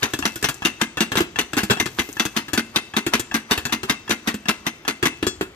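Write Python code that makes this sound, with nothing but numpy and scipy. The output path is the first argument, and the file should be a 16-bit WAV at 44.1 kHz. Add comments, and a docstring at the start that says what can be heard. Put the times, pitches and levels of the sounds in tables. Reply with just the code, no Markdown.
"""Shaking popcorn on a gas stove

A steel pot is shaken to and fro on an iron grate. About five times a second it scrapes, knocks and
rings, and the stove top booms; the loose glass lid clinks just before every second knock. Kernels
crack and thump in between, oil sizzles, steam slips out, the burner rushes and a small kitchen answers.
"""
import sys
import numpy as np
from scipy import signal
from scipy.fft import rfft, irfft
from scipy.io import wavfile
from scipy.ndimage import uniform_filter1d

SR = 44100
rng = np.random.default_rng(int(sys.argv[2]) if len(sys.argv) > 2 else 0)


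def to_wav(s):
    """Save 16-bit WAV."""
    ch = np.atleast_2d(s).T  # columns
    pcm = np.round(np.clip(ch, -1, 1) * 32767)  # PCM
    wavfile.write(sys.argv[1], SR, pcm.astype(np.int16))


N = 245061
BLOW = np.arange(12288) / SR  # time within one blow [s]
RELEASE = 1 - (BLOW / BLOW[-1]) ** 4  # smooth end for a blow
SIDES = np.array([[.5], [-.5]])  # splits a difference between left and right

# pot hitting the grate: (time [s], clatter [dB], boom [dB], t60 [s], contact resonance [Hz])
KNOCKS = [(0.0304, -15.5, -24, 0.1, 1820), (0.254, -15.5, -21.5, 0.12, 2760),
          (0.4425, -14.5, -25.5, 0.1, 2950), (0.6505, -14, -17, 0.13, 2780),
          (0.814, -16, -17.5, 0.13, 1650), (1.006, -15, -16, 0.14, 2800), (1.1715, -16.5, -19, 0.17, 2130),
          (1.388, -15.5, -20.5, 0.13, 2740), (1.576, -17.5, -31, 0.2, 2770),
          (1.7996, -14, -19, 0.077, 2830), (1.9921, -15, -28, 0.065, 2020), (2.1971, -15, -23, .12, 3470),
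          (2.3652, -18, -21.5, 0.15, 930), (2.576, -16, -17.5, 0.11, 1500), (2.7606, -14, -26.5, .1, 2040),
          (2.966, -15.5, -16.5, .12, 2740), (3.1362, -14.5, -19.5, 0.16, 2500),
          (3.342, -16.5, -17, 0.15, 1600), (3.511, -14, -16.5, 0.18, 3650), (3.724, -16, -18, .11, 2840),
          (3.897, -14, -21.5, .11, 2220), (4.1067, -15.5, -19, .11, 1435), (4.2738, -18, -18.5, 0.15, 1940),
          (4.4851, -15, -21, .15, 2740), (4.6662, -18.5, -25, 0.1, 1965), (4.8795, -16.5, -20.5, .12, 2800),
          (5.0557, -13, -17.5, 0.089, 1960)]
# modes of the glass lid: (frequency [Hz], level [dB], t60 [s])
LID_MODES = [(1400, -20, 0.25), (1745, -0.5, 0.095), (1664, -6.5, 0.14), (2613, -11, 0.24),
             (2728, -4.5, 0.089), (3320, -6, 0.12), (6250, -26, 0.11)]
# modes of the stove top: (frequency [Hz], level [dB], t60 [s])
STOVE_MODES = [(179.6, -9, 0.093), (219.6, -3, 0.1), (267.8, -8, 0.16), (324.6, -3.5, 0.11),
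               (410.2, -8.5, 0.086)]
# how alike left and right are: (frequency [Hz], coherence [0-1])
COHERENCE = [(100, .98), (350, .96), (600, .7), (1200, .5), (5000, .45), (14000, .3)]


def knocks():
    """The pot slides, hits the grate and rebounds: clatter, ringing steel and a stove-top boom."""
    # modes of the steel pot: (frequency [Hz], level [dB], t60 [s])
    pot_modes = [(1710, -26, 0.2), (2090, -13.5, 0.2), (2073, -20.5, 0.29), (2640, -23.5, 0.53),
                 (2700, -14, 0.13), (2670, -29, 0.67), (2660, -18, 0.2), (3653, -2.5, 0.043),
                 (5990, -11, 0.091), (6080, -10.5, 0.12), (7100, -17.5, 0.11)]
    # tone of steel on iron: (frequency [Hz], relative level [dB])
    colour = [(150, -12.5), (400, -3), (550, -11), (700, -5), (1000, -2.5), (1650, 0), (2300, -3.5),
              (2750, -3), (3100, -3), (3600, -5.5), (5200, -0.5), (6100, -1.5), (9800, -8), (14000, -8.5)]
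    # the two stroke directions: (thump [Hz], push [dB re clatter], scrape [dB re clatter])
    strokes = [(231, -8.5, -12), (228.2, -18.5, -16.5)]
    treble_db, rebound_s, rebound_db = -9, 0.025, -11.5
    out = np.zeros((2, N))
    for k, (s, db, boom_db, t60, contact_hz) in enumerate(KNOCKS):
        thump_hz, push_db, scrape_db = strokes[k % 2]
        metal = amp(2) * clatter(colour, treble_db, t60, snap=1, lumpy_db=2.5,
                                 contact_hz=contact_hz, contact_db=7, bounces=3)
        metal += amp(1) * ring(pot_modes, uneven_db=2.5, detune=0.004)
        boom = amp(2.5) * ring(STOVE_MODES, uneven_db=1.5, detune=0.028, rise=0.0014)
        boom += amp(0.5) * thump(thump_hz, t60=0.13, rise=0.0044)
        metal += amp(-7.5) * tick(t60=0.0068)  # first touch of steel on iron
        add(out, s, amp(db) * (metal + amp(push_db) * push()) + amp(boom_db) * boom)
        rebound = clatter(colour, treble_db, t60=0.051, snap=0.53, lumpy_db=1)
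        add(out, s + rebound_s, amp(db + rebound_db) * rebound)
        add(out, s - BLOW[-1], amp(db + scrape_db) * scrape())
    return out


def pops():
    """A hull cracks, its steam thumps the air in the pot, and the kernel strikes the lid."""
    # bursting kernels: (time [s], crack [dB], treble [dB re crack], thump [dB], thump pitch [Hz])
    kernels = [(0.0236, -21, -27, -27.5, 406), (0.1353, -20, -4, -21, 315), (0.1894, -27.5, 3.5, -25, 280),
               (0.3573, -28, 2.5, -33, 335), (0.4265, -24, 3.5, -26, 412), (0.4872, -18, -1.5, -30.5, 258),
               (0.543, -47, 14, -47, 350), (0.9712, -21, -8, -33, 292), (1.1179, -19.5, -8.5, -25.5, 263),
               (1.1545, -17.5, -8.5, -25.5, 392), (1.2052, -17.5, -6.5, -15.5, 347),
               (1.533, -22.5, -7, -25.5, 303), (1.5678, -20.5, -4, -19.5, 271),
               (1.633, -22.5, 1.5, -21.5, 207), (1.6987, -13.5, -15, -20, 416),
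               (1.7072, -11.5, -5, -18.5, 200), (1.858, -21.5, -5.5, -28, 356),
               (1.9868, -21.5, -13, -23.5, 338), (2.089, -37, -2, -33, 296), (2.1284, -50.5, 17, -55, 290),
               (2.2525, -20.5, -1.5, -25, 314), (2.4823, -30, -8, -34, 302), (2.533, -18, -0.5, -25.5, 287),
               (3.0648, -18.5, -3.5, -19.2, 344), (3.1958, -23, 5, -28.5, 340),
               (3.5758, -19.5, -6, -29, 317), (3.653, -19.5, -3, -26.5, 240), (3.8319, -24, -5.5, -23, 376),
               (4.0942, -23, -2, -25, 371), (4.3427, -29.5, -1, -20.5, 217),
               (5.0273, -14.5, -10, -20.5, 359), (5.227, -21, -12, -16, 318), (5.267, -19.5, 0, -17, 367),
               (5.4105, -21, -8, -19.5, 376)]
    # tone of the crack: (frequency [Hz], relative level [dB])
    colour = [(150, -67.5), (400, 11.5), (560, 3.5), (880, 6), (1400, 9.5), (1700, 6), (2200, 4),
              (2750, 4.5), (3100, 0.5), (3600, 4), (5000, 2), (7500, 3.5), (10000, -5.5), (14000, -3.5)]
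    out = np.zeros((2, N))
    for s, db, treble_db, thump_db, thump_hz in kernels:
        lid_hz = 1532 * np.exp(0.1 * rng.standard_normal())  # all strike near one lid resonance
        t60 = 0.092 * 2 ** (-treble_db / 18)  # the brighter the crack, the shorter
        crack = amp(-2.5) * clatter(colour, treble_db, t60, snap=1.9, lumpy_db=1.5, contact_hz=lid_hz,
                                    contact_db=7, contact_width=0.039, treble_life=0.89)
        crack += amp(-4) * ring(LID_MODES, uneven_db=2.5, detune=0.01)
        crack += amp(treble_db - 9) * tick(t60=0.012)  # the hull's first snap
        air = amp(5.5) * thump(thump_hz, t60=0.079, rise=0.00067)
        stove = amp(-3) * ring(STOVE_MODES, uneven_db=4.5, detune=0.032, rise=0.00048)
        pop = amp(db) * (crack + amp(-2.5) * push()) + amp(thump_db) * (air + stove)
        add(out, s, place_in_pot(pop))
    return out


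def clinks(lead_s=0.029):
    """The loose lid meets the rim before every second knock, more softly as it settles."""
    # tone of glass on the rim: (frequency [Hz], relative level [dB])
    colour = [(100, 6.5), (320, 7), (550, -10), (750, 10.5), (1350, 5.5), (1750, -4), (2200, -10),
              (2750, -6), (3800, -10.5), (7000, -12), (10000, -26), (14000, -27)]
    out = np.zeros((2, N))
    for s, *_ in KNOCKS[1::2]:
        touch = amp(-3.5) * clatter(colour, treble_db=-10.5, t60=0.065, snap=0.84, lumpy_db=6)
        glass = ring(LID_MODES, uneven_db=2.5, detune=0.004) * fade(BLOW, 0.46)  # damped by the rim
        add(out, s - lead_s, amp(-22 - 1.5 * s) * (touch + glass))
    return out


def ping(at_s=5.269):
    """One hard kernel strikes the thin steel wall, which rings brightly."""
    # modes of the pot wall: (frequency [Hz], level [dB], t60 [s])
    wall_modes = [(3376, -2, 0.16), (4400, -7.5, 0.18), (4650, -13, .13), (5286, -10, 0.19),
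                  (6200, -9, 0.2), (7060, -6, 0.11), (7560, -1, 0.11)]
    out = np.zeros((2, N))
    add(out, at_s, amp(-19) * ring(wall_modes, uneven_db=0.5, detune=0.0003, rise=0.004, blur=0.002))
    return out


def clatter(colour, treble_db, t60, snap, lumpy_db, contact_hz=2000, contact_db=0, contact_width=0.053,
            treble_life=0.81, bounces=0):
    """A sharp contact, then a dense, uneven scatter of short rings and bounces."""
    hz = bins(len(BLOW))
    lumps = amp(lumpy_db * unit(uniform_filter1d(rng.standard_normal(len(BLOW)), size=130)))
    # a heavy body bounces a few milliseconds apart
    since_bounce = BLOW - np.cumsum(rng.uniform(0.003, 0.009, bounces))[:, None]
    lumps *= 1 + 1.3 * ((since_bounce > 0) * fade(abs(since_bounce), 0.009)).sum(0)
    decay = fade(BLOW, t60)
    envelope = unit(lumps * decay) * np.sqrt(np.mean(decay ** 2)) + snap * fade(BLOW, 0.001)
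    noise = stereo_noise(len(BLOW))
    # the treble starts stronger and dies sooner
    shelf = np.clip((hz - 3500) / 2000, 0, 1)
    treble = equalise(noise, shelf)
    treble_decay = fade(BLOW, t60 * treble_life / (1 - treble_life)) / np.sqrt(treble_life)
    scatter = envelope * (noise - treble + treble * treble_decay)
    # the struck spot favours one resonance and reweights the crowded upper modes
    resonance = np.exp(-(np.log((hz + 1) / contact_hz) / contact_width) ** 2)
    ripple = unit(signal.oaconvolve(rng.standard_normal(len(hz)), np.hanning(64), "same"))
    gain_db = curve(colour, hz) + contact_db * resonance + 3.5 * ripple * hz / (hz + 2000)
    # normalise the mids and set the top band treble_db from them
    mids, top = (hz > 700) & (hz < 4500), (hz > 5000) & (hz < 14500)
    mids_db, top_db = (10 * np.log10(np.mean(amp(gain_db) ** 2 * band)) for band in (mids, top))
    return tint(scatter, gain_db - mids_db + shelf * (treble_db - top_db + mids_db)) * RELEASE


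def ring(modes, uneven_db, detune, rise=0.00022, blur=0.0078):
    """Decaying modes; every blow shares its energy among them differently."""
    hz, db, t60 = np.transpose(modes)[:, :, None]
    strength, shift, side = rng.standard_normal((3, len(hz), 1))
    phase = 2 * np.pi * (hz * (1 + detune * shift) * BLOW + rng.random((len(hz), 1)))
    # shifting contacts make each mode wander, widening it by the fraction blur
    phase += np.sqrt(2 * np.pi * blur * hz / SR) * np.cumsum(rng.standard_normal(phase.shape), 1)
    spread = side * np.arccos(np.clip(curve(COHERENCE, hz), 0, 1)) / 2
    envelope = amp(db + uneven_db * strength) * fade(BLOW, t60) * (1 - np.exp(-BLOW / rise)) * RELEASE
    return np.array([(envelope * np.sin(phase + way * spread)).sum(0) for way in (1, -1)])


def tick(t60):
    """The first instant of a blow: a very short, bright burst."""
    band = signal.butter(1, [2500, 12000], "bandpass", fs=SR, output="sos")
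    return signal.sosfilt(band, stereo_noise(len(BLOW)) * fade(BLOW, t60))


def thump(hz, t60, rise):
    """One low, quickly damped swing."""
    return np.sin(2 * np.pi * hz * BLOW) * fade(BLOW, t60) * (1 - np.exp(-BLOW / rise))


def push(t60=0.063):
    """The heavy, slow give of the whole stove."""
    low_hz, high_hz = rng.uniform(0.76, 1.465, 2) * [66, 106]
    return 0.3 * thump(low_hz, t60, rise=0.0017) + thump(high_hz, t60, rise=0.0014)


def scrape(t60=0.064, centre_hz=1150, q=2.3):
    """The pot's base drags on the iron, swelling up to the blow."""
    hz = bins(len(BLOW)) + 1
    band_db = -10 * np.log10(1 + (q * (hz / centre_hz - centre_hz / hz)) ** 2)
    return unit(tint(stereo_noise(len(BLOW)), band_db)) * fade(BLOW[::-1], t60)


def place_in_pot(pop, spread_s=0.00007, spread_db=1.5):
    """A kernel bursts anywhere in the pot: a random left-right delay and balance."""
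    lead, pan = rng.standard_normal(2)
    delay_s = 0.0003 - spread_s * lead * SIDES
    delayed = equalise(pop, np.exp(-2j * np.pi * bins(len(BLOW)) * delay_s))
    return delayed * amp(spread_db * pan * SIDES) * RELEASE


def sizzle(bursts_per_s=2000):
    """Countless tiny bursts of oil and brushing flakes, a few of them larger."""
    # swell of the hot oil: (time [s], level [dB])
    levels = [(0, -47), (.33, -44.5), (.95, -62), (1.5, -55), (2.1, -44), (2.4, -55), (3.3, -58),
              (3.701, -60), (4.2, -58), (5.55, -60)]
    # tone of the sizzle: (frequency [Hz], relative level [dB])
    colour = [(500, -23), (2500, 4), (6300, 4.5), (10000, -3.5), (13500, -0.5)]
    sizes = amp(4 * np.minimum(rng.exponential(1, N), 4.5))
    bursts = sizes * (rng.random(N) < bursts_per_s / SR)
    power = signal.oaconvolve(bursts ** 2, fade(BLOW, 0.004))[:N]
    fizz = stereo_noise(N) * np.sqrt(abs(power))
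    level_db = np.interp(np.arange(N) / SR, *np.transpose(levels))
    return amp(level_db) * unit(equalise(fizz, amp(curve(colour, bins(N)))))


def steam(peak_s=2.1, half_length_s=0.2, centre_hz=13000, half_width_hz=2000):
    """A puff slips out under the lid: a thin, high hiss that swells and dies away."""
    swell = np.exp(-((np.arange(N) / SR - peak_s) / half_length_s) ** 2)
    band = np.exp(-((bins(N) - centre_hz) / half_width_hz) ** 2)
    return amp(-52) * swell * unit(equalise(stereo_noise(N), band))


def burner():
    """The steady rush of the gas flame."""
    # tone of the flame: (frequency [Hz], relative level [dB])
    colour = [(15, -48), (25, 7), (213, -4), (318, 10.5), (554, -0.5), (1730, -1), (2310, 0.5), (2640, -9),
              (3010, -2.5), (5690, -20), (6160, -43), (10200, -37.5), (14000, -79)]
    return amp(-48) * unit(equalise(stereo_noise(N), amp(curve(colour, bins(N)))))


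def kitchen(x, build_s=0.017):
    """A diffuse tail that builds up quickly and dies at its own speed in each band."""
    # decay of the room: (frequency [Hz], t60 [s], floored at 1 ms by fade)
    decays = [(80, 2), (250, 0.46), (600, 0.4), (2500, 0.36), (6000, 0.8), (14000, -0.2)]
    # tone of the tail: (frequency [Hz], level [dB])
    colour = [(80, -9.5), (250, -20), (600, -17), (2500, -21.5), (6000, -19), (14000, -11)]
    hz, t, spectra = signal.stft(stereo_noise(SR), SR, nperseg=512)
    envelope = fade(t, curve(decays, hz)[:, None]) * (1 - np.exp(-t / build_s))
    envelope *= amp(curve(colour, hz))[:, None] / np.sqrt(SR * np.mean(envelope ** 2, 1, keepdims=True))
    tail = signal.istft(spectra * envelope, SR, nperseg=512)[1]
    return signal.fftconvolve(x, tail, axes=1)[:, :N]


def stereo_noise(size):
    """White noise, nearly mono in the bass and wide in the treble."""
    spectra = rfft(rng.standard_normal((2, size)))
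    blend = np.arcsin(np.clip(curve(COHERENCE, bins(size)), 0, 1)) / 2
    return irfft(spectra * np.cos(blend) + spectra[::-1] * np.sin(blend), size)


def equalise(x, gain):
    """Applies a real or complex gain to every frequency bin."""
    return irfft(rfft(x) * gain, x.shape[1])


def tint(x, gain_db):
    """Minimum-phase EQ: nothing rings ahead of the attack."""
    log_gain = np.log(amp(gain_db))
    phase = -signal.hilbert(np.r_[log_gain, log_gain[-2:0:-1]]).imag[:len(log_gain)]
    return equalise(x, np.exp(log_gain + 1j * phase))


def amp(db):
    """Decibels to gain."""
    return 10 ** (np.asarray(db) / 20)


def unit(x):
    """Scales to rms 1."""
    return x / np.sqrt(np.mean(x ** 2) + 1e-20)


def curve(points, hz):
    """Joins (frequency, value) points on a log-frequency axis."""
    point_hz, values = np.transpose(points)
    return np.interp(np.log(hz + 1), np.log(point_hz + 1), values)


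def bins(size):
    """Frequencies of a real spectrum."""
    return np.fft.rfftfreq(size, 1 / SR)


def fade(t, t60):
    """Exponential decay by 60 dB in t60."""
    return np.exp(-np.log(1000) * t / np.maximum(t60, 1e-3))


def add(mix, s, sound):
    """Mixes a stereo sound in at time s."""
    start = round(s * SR)
    sound = sound[:, max(-start, 0):]
    part = mix[:, max(start, 0):][:, :sound.shape[1]]
    part += sound[:, :part.shape[1]]


def scene():
    """The pot in the kitchen, over the burner; the reflections slowly drift."""
    pot = knocks() + pops() + clinks() + ping() + sizzle() + steam()
    drift = 2 * np.pi * 0.65 * np.arange(N) / SR  # sweeps between two room tails
    return pot + kitchen(pot * np.cos(drift)) + kitchen(pot * np.sin(drift)) + burner()


def record(dry, cutoff_hz=14800):
    """Two microphone ports of different colour and phase, a low cut, soft overload and a high cut."""
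    # balance of the ports: (frequency [Hz], left minus right [dB])
    balance = [(100, 1), (250, 0.5), (430, -2), (800, 1), (1300, 1), (2100, 6.5), (2800, 6), (3500, 1.5),
               (4400, 3), (5600, 8), (7400, 15.5), (8700, 5.5), (10500, -3.5), (14000, 1)]
    # phase between the ports: (frequency [Hz], left lead [rad])
    lead = [(100, 0), (400, .2), (800, .9), (1500, 1.4), (4000, 1.65), (14000, 1.55)]
    hz = bins(N)
    tilt = amp(curve(balance, hz) * SIDES)
    ports = tilt / np.sqrt(np.mean(tilt ** 2, 0)) * np.exp(1j * curve(lead, hz) * SIDES)
    low_cut = signal.butter(3, 52, "highpass", fs=SR, output="sos")
    heard = signal.sosfilt(low_cut, equalise(dry, ports))
    saturated = 1.2 * np.tanh(heard / 1.2)
    high_cut = signal.firwin(255, cutoff_hz, window=("kaiser", 8), fs=SR)
    return signal.oaconvolve(saturated, high_cut[None], "same", axes=1)


dry = scene()
out = record(dry)
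to_wav(out)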